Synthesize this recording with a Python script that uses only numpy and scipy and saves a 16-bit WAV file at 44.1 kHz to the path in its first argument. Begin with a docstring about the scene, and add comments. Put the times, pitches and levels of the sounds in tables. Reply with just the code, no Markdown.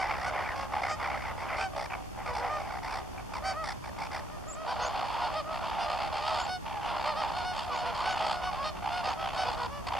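"""Flamingos parade in a shallow lagoon, some way off. First a few marchers call: rattling grunts (about 65
rasping puffs a second) and some arched, nasal honks, over the far flock's murmur, a low background rumble and a
soft hiss. Just after 2 s comes the first of a few falling cries. At about 4.5 s the scene changes: a fuller
flock calls over one another, a small bird chirps now and then, and a faint low hum grows behind them."""
import sys
import numpy as np
from scipy import signal
from scipy.fft import rfft, irfft, next_fast_len
from scipy.io import wavfile
from scipy.ndimage import uniform_filter1d, map_coordinates

SR = 44100
rng = np.random.default_rng(int(sys.argv[2]) if len(sys.argv) > 2 else 0)


def store_pcm(level_fs):
    """Save levels as 16-bit WAV."""
    pcm = np.round(np.clip(level_fs, -1, 1) * 32767).astype(np.int16)
    wavfile.write(sys.argv[1], SR, np.atleast_2d(pcm).T)


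N = 440559
FLOCK_FROM_S = 4.5  # from here on the scene changes to a fuller flock, with other voices


def amp(db):
    """Turn decibels into a number to multiply by."""
    return 10 ** (np.asarray(db) / 20)


def unit(x):
    """Scale a sound to an average power of 1."""
    return x / np.sqrt(np.mean(x ** 2) + 1e-20)


def along(points, hz):
    """Read between (frequency, value) points on a log frequency scale."""
    f, v = np.transpose(points)
    return np.interp(np.log(hz + 1), np.log(f + 1), v)


def loudness(points):
    """Join (time, level) points into a gain for every sample."""
    s, db = np.transpose(points)
    return amp(np.interp(np.arange(N) / SR, s, db))


def filtered(x, response):
    """Multiply each frequency in x by response(frequency)."""
    n = x.shape[-1]
    m = next_fast_len(n + SR // 20)
    return irfft(rfft(x, m) * response(np.fft.rfftfreq(m, 1 / SR)), m)[..., :n]


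def shaped(x, tone):
    """Turn lows and highs up or down along (frequency, level) points."""
    return filtered(x, lambda f: amp(along(tone, f)))


def resonance(f, centre_hz, width_hz):
    """A steep peak of power around one frequency, averaging 1."""
    power = 1 / (1 + ((f ** 2 - centre_hz ** 2) / (f * width_hz + 1)) ** 2) ** 2
    return power / power.mean(axis=-1, keepdims=True)


def ringing(gain):
    """A filter with these gains that rings after a tap, not before (minimum phase)."""
    cepstrum = irfft(np.log(gain + 1e-6))
    half = cepstrum.shape[-1] // 2
    fold = np.r_[1, np.full(half - 1, 2), 1, np.zeros(half - 1)]
    return np.exp(rfft(cepstrum * fold))


def add(track, s, sound):
    """Mix a sound into the track at s seconds."""
    start = round(s * SR)
    part = sound[max(0, -start):max(0, N - start)]
    track[max(0, start):][:len(part)] += part


PUFF_LEAD_S = .012  # from the start of a puff's row to its middle


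def rattle(length, rate, buzz_hz, half_s=.0049, breath=.27, leak=.1,
           jitter=0.12, scatter_db=1.5, arch_db=5.5):
    """The bird's voice box opens in short puffs, one row each; in each its membranes slap a few times."""
    count = int(length * rate) + 1
    t = np.arange(1536) / SR - PUFF_LEAD_S
    chance = np.random.default_rng(rng.integers(2 ** 32))
    opening = np.exp(-(t / half_s) ** 4) + leak * np.exp(-(t / (2 * half_s)) ** 2)
    beats = np.arange(-4, 5) + chance.random() - .5
    slap_times = (beats + jitter * chance.standard_normal((count, len(beats)))) / buzz_hz
    slaps = np.zeros((count, len(t)))
    slaps[np.arange(count)[:, None], np.searchsorted(t, slap_times)] = 1
    hiss = chance.standard_normal(slaps.shape)
    puffs = np.sqrt(1 - breath) * unit(slaps * opening) + np.sqrt(breath) * unit(hiss * opening)
    place = (np.arange(count) + .5) / count * 2 - 1
    sizes = amp(scatter_db * chance.standard_normal(count) - arch_db * place ** 2)
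    return unit(puffs * sizes[:, None]) * np.sqrt(SR / rate / len(t))


# The tone of a grunt's rasp: (frequency [Hz], relative level [dB])
RASP_TONE = [(300, -63), (2400, -27), (3100, 11), (3800, 11), (4500, 15), (5200, 9), (5900, -13),
             (7000, -5.5), (8500, -9.5), (10000, -27), (14000, -7)]


def rasp(f, effort_db, tilt=0.69, most_db=12):
    """Power of the hiss on a grunt: the harder the bird pushes, the higher it reaches."""
    octaves = np.clip(np.log2((f + 1) / 5200), 0, 1)
    lift_db = tilt * np.clip(effort_db, -most_db, most_db) * np.sqrt(octaves)
    return amp(along(RASP_TONE, f) + lift_db) ** 2


# One row a grunt; gape is the share of the power that mouth and beak take:
# (start [s], length [s], puff rate [Hz], throat [Hz], level [dB], gape [0-1], rasp over the level [dB])
GRUNT_CALLS = [(0.002, 0.075, 73.0, 852, -33.5, 0.44, -17.5), (0.086, 0.076, 74.2, 847, -35.0, 0.53, -17.5),
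               (0.168, 0.138, 61.8, 796, -38.5, 0.54, -13), (0.335, 0.11, 68.9, 850, -37, 0.6, -20),
               (0.45, 0.09, 71.6, 840, -38.5, 0.9, -19), (0.563, 0.09, 61.0, 875, -44.5, 0.5, -7.5),
               (0.7253, 0.079, 70.0, 796, -36, 0.19, -20), (0.822, 0.099, 64.3, 756, -35, 0.62, -14.5),
               (1.002, 0.081, 68.5, 950.0, -37, 0.7, -16), (1.088, 0.096, 67.6, 783, -38.5, 0.56, -19),
               (1.18, 0.14, 68.0, 776, -42, 0.87, -16), (1.379, 0.1, 74.7, 870, -42, 0.47, -15),
               (1.49, 0.076, 72.1, 712, -37.5, 0.8, -21), (1.571, 0.081, 71.8, 906, -38, 0.83, -9),
               (1.766, 0.102, 63.8, 863, -40, 0.28, -9.0), (1.905, 0.055, 62.2, 752, -38.0, 0.5, -27.0),
               (2.176, 0.06, 75.6, 800, -41.5, 0.1, -41), (2.264, 0.051, 70.2, 652, -39.5, 0.43, -13),
               (2.339, 0.068, 65, 836, -38, 0.14, -9.5), (2.414, 0.11, 59.4, 763, -37, 0.15, -19.5),
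               (2.539, 0.121, 62.6, 786, -40.5, 0.16, -16.5), (2.661, 0.137, 62.7, 803, -41, 0.22, -17.5),
               (2.834, 0.071, 64.8, 895.0, -39, 0.34, -12.5), (2.911, 0.087, 63.1, 855, -39, 0.24, -9),
               (3.165, 0.043, 58.5, 780, -46, 0.44, -30), (3.34, 0.048, 69.1, 963, -39.5, 0.23, -10.0),
               (3.443, 0.101, 72.9, 707, -43.5, 0.4, -11), (3.644, 0.089, 63, 846, -39, 0.5, -5.5),
               (3.844, 0.058, 62.1, 880.0, -44.5, 0.28, -12), (3.99, 0.087, 63.7, 862, -39.5, 0.32, -11),
               (4.119, 0.084, 65, 792, -40, 0.43, -9), (4.665, 0.117, 64.2, 870.0, -39.5, 0.02, -11),
               (4.796, 0.121, 69.9, 832, -39.5, 0.06, -9.0), (4.927, 0.144, 59.04, 795, -37, 0.09, -13),
               (5.057, 0.14, 69.4, 877, -39, 0.17, -11), (5.191, 0.107, 69.3, 883, -38.5, 0.1, -10),
               (5.299, 0.123, 69.1, 816, -47, 0.4, -5), (5.518, 0.078, 70.6, 910, -42, 0.23, -9),
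               (5.615, 0.105, 70.1, 956, -42, 0.39, -10), (5.722, 0.052, 68.3, 795, -39.5, 0.2, -26.0),
               (5.78, 0.091, 71.6, 896, -37.5, 0.23, -18.0), (5.887, 0.083, 66.3, 775, -37, 0.16, -9),
               (5.977, 0.108, 68.9, 805, -36.5, 0.2, -10.5), (6.129, 0.087, 72.8, 816, -36, 0.16, -10),
               (6.226, 0.1, 72.5, 900, -36.0, 0.24, -8), (6.333, 0.091, 72.0, 942, -35.5, 0.14, -6),
               (6.426, 0.071, 73.8, 817, -38.5, 0.12, -10), (6.665, 0.043, 58.8, 880, -40.0, 0.23, -28),
               (6.713, 0.069, 65.2, 827, -39.5, 0.18, -22), (6.82, 0.104, 71.6, 860.0, -38, 0.28, -29),
               (6.95, 0.06, 58.2, 787, -40.5, 0.07, -10.0), (7.013, 0.091, 61.2, 807, -39.5, 0.4, -7.5),
               (7.188, 0.116, 64.8, 876, -40.5, 0.18, -8), (7.323, 0.134, 63.3, 910.0, -42.5, 0.23, -6.5),
               (7.539, 0.12, 73.5, 886, -40.5, 0.44, -5), (7.649, 0.073, 62.0, 745.0, -45, 0.05, -9),
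               (7.733, 0.081, 68.0, 880, -40.5, 0.34, -9), (7.821, 0.116, 73.5, 833, -42, 0.28, -12.0),
               (7.951, 0.087, 72.1, 976, -38, 0.12, -6), (8.044, 0.106, 60.2, 785, -37, 0.35, -8),
               (8.164, 0.086, 63.3, 794, -39, 0.5, -6), (8.254, 0.113, 66.6, 848, -37.5, 0.17, -4),
               (8.422, 0.077, 58.1, 960, -43.5, 0.36, -17.0), (8.518, 0.075, 72.5, 796, -40.5, 0.15, -12),
               (8.631, 0.067, 67.2, 843, -43, 0.45, -6), (8.754, 0.043, 57.8, 890, -45, 0.22, -26),
               (8.831, 0.098, 66.3, 820.0, -36, 0.08, -19.5), (8.93, 0.089, 61.5, 810.0, -42.5, 0.7, -8),
               (9.044, 0.099, 66.5, 756, -35.0, 0.17, -10), (9.199, 0.133, 65, 737, -39, 0.38, -17),
               (9.335, 0.122, 69.5, 860, -42.5, 0.44, -4.5), (9.456, 0.101, 64.7, 844, -41, 0.2, -5.5),
               (9.578, 0.09, 72.3, 963, -38.5, 0, -8.5), (9.873, 0.021, 70.6, 973, -37.5, 0.39, -5),
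               (9.923, 0.071, 63.35, 810, -34.5, 0.18, -18)]
# The marchers' voice, then the flock's: (mouth [Hz], mouth width [Hz], beak [Hz], beak width [Hz],
# mouth over beak [dB], extra push on the rasp [dB], rasp pitch [ratio])
GRUNT_VOICES = [(1205, 760, 2090, 320, 0, 23, 1.097), (1110, 940, 2650, 1400, -1.5, 14.5, 0.987)]


def grunts(throat_width_hz=330, glide=0.2, quiver=0.1, spread=0.045):
    """Each puff rings throat, mouth and beak, with a rasp on top; a wider gape favours mouth and beak."""
    out = np.zeros(N)
    quirks = rng.standard_normal((len(GRUNT_CALLS), 3))
    for (s, length, rate, throat_hz, db, gape, rasp_db), (slide, mouth, beak) in zip(GRUNT_CALLS, quirks):
        voice = GRUNT_VOICES[int(s > FLOCK_FROM_S)]
        mouth_hz, mouth_width, beak_hz, beak_width, mouth_db, push_db, rasp_ratio = voice
        mouth_hz *= 1 + spread * mouth
        beak_hz *= 1 + spread * beak
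        puffs = rattle(length, rate, buzz_hz=throat_hz)  # the membranes lock to the throat
        f = np.fft.rfftfreq(puffs.shape[1], 1 / SR)
        wobble = 1 + quiver * np.resize(rng.standard_normal(16), len(puffs))
        bend = (np.exp(glide * slide * np.linspace(-.5, .5, len(puffs))) * wobble)[:, None]
        mouth_share = 1 / (1 + amp(-mouth_db) ** 2)
        parts = [(1 - gape, resonance(f, throat_hz * bend, throat_width_hz)),
                 (gape * mouth_share, resonance(f, mouth_hz * bend, mouth_width)),
                 (gape * (1 - mouth_share), resonance(f, beak_hz * np.sqrt(bend), beak_width)),
                 (amp(rasp_db) ** 2, rasp(f / rasp_ratio, rasp_db + push_db))]
        source = rfft(puffs)
        source_power = unit(np.abs(source)) ** 2
        power = sum(share * shape / np.mean(shape * source_power) for share, shape in parts)
        for k, puff in enumerate(irfft(source * ringing(np.sqrt(power)))):
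            add(out, s + k / rate - PUFF_LEAD_S, amp(db) * puff)
    return out


# One row a honk: (middle [s], length [s], top pitch [Hz], pitch sag at the ends [0-1],
# base level [dB], mouth opening [dB], nasal edge [dB])
HONK_CALLS = [(0.0, 0.11, 765, 0.06, -38.5, 2, -3), (0.28, .054, 747, 0.06, -42.5, 9, 0),
              (0.607, 0.18, 550, .05, -44.5, -5, -9), (0.919, 0.1, 618, 0, -39.5, -0.5, 0),
              (1.63, 0.13, 778, 0.07, -38, 2, -6), (2.31, 0.091, 494.5, 0.05, -42.5, -9, -15),
              (2.441, 0.16, 494, 0.19, -42.5, -6.5, -23), (2.538, .13, 614, 0.07, -40.5, 1.5, -11),
              (3.471, 0.14, 634, 0.13, -44, -0.5, -16), (3.486, 0.12, 771, 0.04, -37, -0.5, 0.5),
              (3.601, 0.14, 645, 0.18, -41.5, 3.5, -15), (4.338, 0.11, 618, 0.13, -50.5, -4, -10),
              (4.495, 0.093, 647, 0.28, -47.5, -1, -27), (4.615, 0.17, 643, 0.16, -44.5, -2, -12),
              (4.703, .086, 494, .05, -43, -0.5, -2), (4.707, 0.092, 784, 0.08, -43, -2, 3),
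              (4.835, .14, 497.5, .04, -39.5, -4, -5), (4.835, 0.12, 712, 0.12, -46, 2, 4),
              (5.244, 0.1, 723, .03, -38, -3, -6), (5.381, 0.095, 634.6, 0.18, -35, -3.5, -5.5),
              (5.507, 0.16, 642, 0.14, -40, -3, -32), (5.83, 0.11, 705, 0.08, -37.5, -12, 0.5),
              (5.902, 0.14, 621, 0.08, -39.5, -5, -13), (6.298, 0.25, 641.4, 0.18, -38.5, -2.5, -1.5),
              (6.406, .093, 742, 0.26, -42, 3, -1), (6.527, 0.13, 739, 0.03, -39, 0, 4.5),
              (6.896, 0.11, 705, 0.1, -41.5, -4, -2), (7.096, .14, 621, 0.19, -36.5, -5.5, -5),
              (7.196, 0.13, 644, 0.3, -38, -1.5, -1.5), (7.39, 0.14, 729, .09, -40, -3, -1),
              (7.486, 0.13, 734, 0.04, -38.5, -1, 1.5), (7.738, 0.1, 498, 0.08, -40.5, -5, -3),
              (7.808, .098, 728, .05, -38, -8, -4), (7.877, 0.12, 493, 0.08, -38, -11, -12),
              (7.885, 0.073, 700, 0.05, -36, -9, -7), (8.092, .16, 751.6, 0.08, -38.5, 3.5, 1.5),
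              (8.252, 0.12, 644, 0.03, -37, -7, -4), (8.366, 0.12, 726, 0.05, -44, 1, -1),
              (8.463, .12, 737, 0, -39, -0.5, 1), (8.617, .11, 561, 0.13, -44.5, 4, -3),
              (8.671, 0.094, 620.5, .05, -39, -3.5, 4), (8.965, 0.16, 723, 0.09, -37, -3, -3),
              (9.073, .11, 623, 0.17, -40.5, -2, 0.5), (9.217, .13, 651, 0.06, -41, -2, -10),
              (9.407, .11, 756, .06, -37.5, -1, 5.5), (9.478, .087, 496, 0.1, -38, -6.5, -3),
              (9.619, .14, 483, 0.08, -40, -4.5, -13), (9.758, .15, 580, 0.09, -44, -4, -5)]
# The lower a honk, the hoarser: (pitch [Hz], hoarseness [0-1])
HOARSENESS = [(492, 0.35), (630, 0.1), (735, .06)]
# How ragged a honk's waves are: (marchers [radians], flock [radians])
RAGGEDNESS = [.015, .05]
# How throat and beak colour a honk, for the marchers, then the flock: (frequency [Hz], boost [dB])
THROAT_TONES = [
    [(490, -4.5), (620, -3.5), (770, 3), (980, 8.5), (1240, 2), (1540, -5), (1900, -7), (2300, -10.5),
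     (3100, -13.5), (3900, -17), (4800, -9), (6200, -16.5), (7200, -22.5), (9000, -23), (13000, -50)],
    [(490, -9), (620, -3.5), (740, 1.5), (980, 6), (1240, 3), (1480, -4), (1900, -12.5), (2250, -15),
     (3000, -12), (3800, -13), (5000, -10.5), (6000, -26), (7200, -40), (9000, -28), (13000, -56)],
]
# An open mouth lifts the second harmonic most: (harmonic [number], share of the opening [0-1])
MOUTH_LIFT = [(1, 0), (2, 1), (3, .5), (5, 0)]
# A nasal edge acts on the high harmonics: (frequency [Hz], share of the edge [0-1])
NASAL_LIFT = [(1400, 0.02), (2300, 0.2), (4500, 1)]


def honks(waver=0.0014, shake=0.044, flutter=0.26, flutter_hz=65,
          scatter_db=2, brighten=0.26, fray_hz=600):
    """Harmonics (multiples of one pitch) arch in pitch, loudness and brightness; hoarse honks shake."""
    out = np.zeros(N)
    k = np.arange(1, 15)  # harmonic numbers
    for s, length, pitch_hz, sag, db, mouth_db, edge_db in HONK_CALLS:
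        group = int(s > FLOCK_FROM_S)
        hoarse = along(HOARSENESS, pitch_hz)
        place = np.linspace(-1, 1, int(length * SR))  # 0 is the middle of the honk
        drift = map_coordinates(rng.standard_normal(12), [(place + 1) * 5.5])
        tremor = map_coordinates(rng.standard_normal(31), [(place + 1) * 15])
        bend = 1 - sag * place ** 2 + waver * drift + (waver + shake * hoarse) * tremor
        # no two waves are quite alike, which frays the high harmonics
        fray = map_coordinates(rng.standard_normal(256), [(place + 1) / 2 * length * fray_hz], mode="wrap")
        phase = 2 * np.pi * np.cumsum(pitch_hz * bend) / SR + RAGGEDNESS[group] * fray
        throat_db = along(THROAT_TONES[group], k * pitch_hz) + mouth_db * along(MOUTH_LIFT, k)
        nasal_db = along(NASAL_LIFT, k * pitch_hz) * (edge_db + scatter_db * rng.standard_normal(len(k)))
        swell = np.sin(np.pi / 2 * np.abs(1 - place ** 2)) ** (1.8 + brighten * k[:, None])
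        tone = amp(db + throat_db + nasal_db) @ (swell * np.sin(k[:, None] * phase))
        throb = np.sin(2 * np.pi * (flutter_hz * place * length / 2 + rng.random()))
        add(out, s - length / 2, np.sqrt(2) * (1 + flutter * hoarse * throb) * tone)
    return out


# How the far flock's murmur rises and falls: (time [s], relative level [dB])
MURMUR_LEVELS = [(0.0, -33.5), (1.5, -36), (2.2, -42), (2.42, -37.5), (2.73, -40.5), (3.17, -40.5),
                 (3.59, -42), (3.7, -42), (4.48, -40.5), (4.84, -33.5), (6.37, -35.5), (6.57, -44),
                 (7.15, -29), (7.54, -38), (8.24, -31.5), (8.71, -39), (9.29, -33.5), (9.99, -40)]
# The murmur's tone: (frequency [Hz], relative level [dB])
MURMUR_TONE = [(20, -85), (250, -21), (450, -16), (620, -5), (800, -3), (1200, -6), (1700, -19),
               (3000, -20.5), (5000, -28), (9000, -85), (14000, -60)]
# Behind the marchers the far flock is further off and duller: (frequency [Hz], boost [dB])
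EARLY_DULLING = [(450, 3.5), (900, -2), (1500, 0), (2500, -0.5), (5000, -6.5)]


def far_flock(level_db=-3, count=140):
    """Many more birds grunt further off and blend into a murmur."""
    early, late = np.zeros((2, N))
    for i, (when, size, speed, voice) in enumerate(rng.random((count, 4))):
        rate = 58 + 14 * speed
        start = (i + when - 2) / (count - 2) * N / SR
        for k, puff in enumerate(rattle(.1 + .1 * size, rate, buzz_hz=600 + 400 * voice)):
            add(late if start > FLOCK_FROM_S else early, start + k / rate, puff)
    voices = shaped(early, EARLY_DULLING) + late
    return amp(level_db) * loudness(MURMUR_LEVELS) * unit(shaped(voices, MURMUR_TONE))


def joining_in(near, follow=0.42, bout_s=0.049, phrase_s=0.78):
    """The flock calls in bouts: this gain makes far birds swell and pause with the near ones."""
    bout, phrase = (np.abs(uniform_filter1d(near ** 2, int(s * SR))) + 1e-6 for s in (bout_s, phrase_s))
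    return unit(uniform_filter1d(np.sqrt(bout / phrase) ** follow, int(bout_s * SR)))


# Level of the background rumble; it dips briefly near 4.6 s: (time [s], level [dB])
RUMBLE_LEVELS = [(0.0, -48.5), (4.4, -49.5), (4.62, -59), (4.8, -50.5), (7.8, -51), (9.99, -48)]
# Tones of the rumble, the hiss and the microphone's noise: (frequency [Hz], relative level [dB])
RUMBLE_TONE = [(8, -40), (22, -8.5), (60, 0.5), (85, -2), (120, -8), (200, -13), (400, -41)]
HISS_TONE = [(60, -32), (170, -3.5), (300, -0.5), (450, -4), (800, -21), (1500, -10), (3000, -11.5),
             (6500, -14.5), (14000, -27.5)]
MIC_NOISE_TONE = [(8, -38), (22, 1), (65, -12), (95, -4), (144, -5.5), (256, -7.5), (400, -10), (687, -14),
                  (900, -19), (3500, -32.5), (5000, -32.5), (14000, -45)]


def background(hiss_db=-56, mic_db=-43):
    """Background rumble and soft hiss, plus low microphone noise that is opposite at the two ears."""
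    rumble, hiss, mic_noise = (unit(shaped(rng.standard_normal(N), tone))
                               for tone in (RUMBLE_TONE, HISS_TONE, MIC_NOISE_TONE))
    opposite = np.array([[1], [-1]])
    return loudness(RUMBLE_LEVELS) * rumble + amp(hiss_db) * hiss + amp(mic_db) * opposite * mic_noise


# How long the shore echoes: (frequency [Hz], time to fade by 60 dB [s])
ECHO_TIMES = [(300, 1), (1500, 0.6), (8000, 0.25)]


def shore_echo(x):
    """The open shore sends back a blurred echo, different at each ear."""
    hz, t, noise = signal.stft(rng.standard_normal((2, SR // 2)), SR, nperseg=256)
    fade = amp(-60 * t / along(ECHO_TIMES, hz)[:, None])
    tail = signal.istft(noise * fade, SR, nperseg=256)[1]
    return signal.fftconvolve(x[None], tail / np.linalg.norm(tail[0]), axes=1)[:, :N]


# One row a cry: (start [s], length [s], first pitch [Hz], last pitch [Hz], level [dB])
FALLING_CRIES = [(2.25, 0.071, 1290, 1064, -37), (2.677, .12, 1000, 815, -58), (6.69, 0.17, 920, 748, -38),
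                 (7.671, 0.12, 1330, 926, -35.5), (8.458, 0.06, 1180, 1060, -33.5)]


def cries(flutter=0.21, flutter_hz=65, octave_db=-15):
    """A fluttering note slides down as the bird runs out of push."""
    out = np.zeros(N)
    for s, length, first_hz, last_hz, db in FALLING_CRIES:
        t = np.arange(int(length * SR)) / SR
        phase = 2 * np.pi * np.cumsum(first_hz + (last_hz - first_hz) * t / length) / SR
        tone = np.sin(phase) + amp(octave_db) * np.sin(2 * phase)
        throb = 1 + flutter * np.sin(2 * np.pi * (flutter_hz * t + rng.random()))
        add(out, s, amp(db) * np.sin(np.pi * t / length) * throb * tone)
    return out


# The shape of one chirp: (time into it [s], base pitch [Hz], relative level [dB])
CHIRP_SHAPE = [(0, 6700, -14), (.019, 7500, 0), (.04, 6850, -2), (.052, 7800, 0), (.059, 7600, 0),
               (.067, 7800, -2), (.079, 5700, -12)]
# One row a chirp: (start [s], pitch [ratio], level [dB])
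CHIRP_CALLS = [(4.476, 1, -41), (4.81, .89, -43), (6.385, .96, -47), (7.73, .93, -53), (8.075, .91, -50),
               (9.055, .87, -53)]


def small_bird():
    """A thin whistle swings up twice and drops."""
    out = np.zeros(N)
    when, hz, db = np.transpose(CHIRP_SHAPE)
    t = np.arange(int(when[-1] * SR)) / SR
    soft_ends = signal.windows.tukey(len(t), .1)
    for s, ratio, level_db in CHIRP_CALLS:
        phase = 2 * np.pi * np.cumsum(ratio * np.interp(t, when, hz)) / SR
        add(out, s, amp(level_db + np.interp(t, when, db)) * soft_ends * np.sin(phase))
    return out


# The faint hum behind the flock: (time [s], level [dB])
HUM_LEVELS = [(4.5, -78), (6, -60), (8, -55.5), (9.99, -61)]


def hum(centre_hz=185, width_hz=45, octave_db=-7):
    """A narrow band of low noise and another an octave up, unrelated at the two ears."""
    def bands(f):
        octave = amp(octave_db) ** 2 * resonance(f, 2 * centre_hz, width_hz)
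        return np.sqrt(resonance(f, centre_hz, width_hz) + octave)
    return loudness(HUM_LEVELS) * unit(filtered(rng.standard_normal((2, N)), bands))


# The birds' voices roll off steeply above 11 kHz: (frequency [Hz], boost [dB])
TREBLE_ROLL_OFF = [(9000, 0.5), (11000, 0.5), (13500, -41)]


def scene(echo_db=-18, lean_db=1):
    """The flock stands ahead; its low notes lean a little to the right."""
    near = grunts()
    birds = near + honks() + cries() + joining_in(near) * far_flock() + small_bird()
    birds = shaped(birds, TREBLE_ROLL_OFF)
    lean = lambda f: amp(np.array([[-1], [1]]) * along([(700, lean_db), (1900, 0)], f))
    return filtered(birds[None], lean) + amp(echo_db) * shore_echo(birds) + background() + hum()


# Narrow bands the microphone hears poorly: (frequency [Hz], width [Hz], depth [0-1])
MICROPHONE_DIPS = [(3952, 244, 0.87), (7550, 160, 1)]


def record(dry, top_hz=14200):
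    """The microphone has two narrow dips and hears nothing above top_hz."""
    def response(f):
        dips = [1 - depth / (1 + ((f - hz) / (width / 2)) ** 2) for hz, width, depth in MICROPHONE_DIPS]
        return np.prod(dips, axis=0) * (f < top_hz)
    return filtered(dry, response)


dry = scene()
out = record(dry)
store_pcm(out)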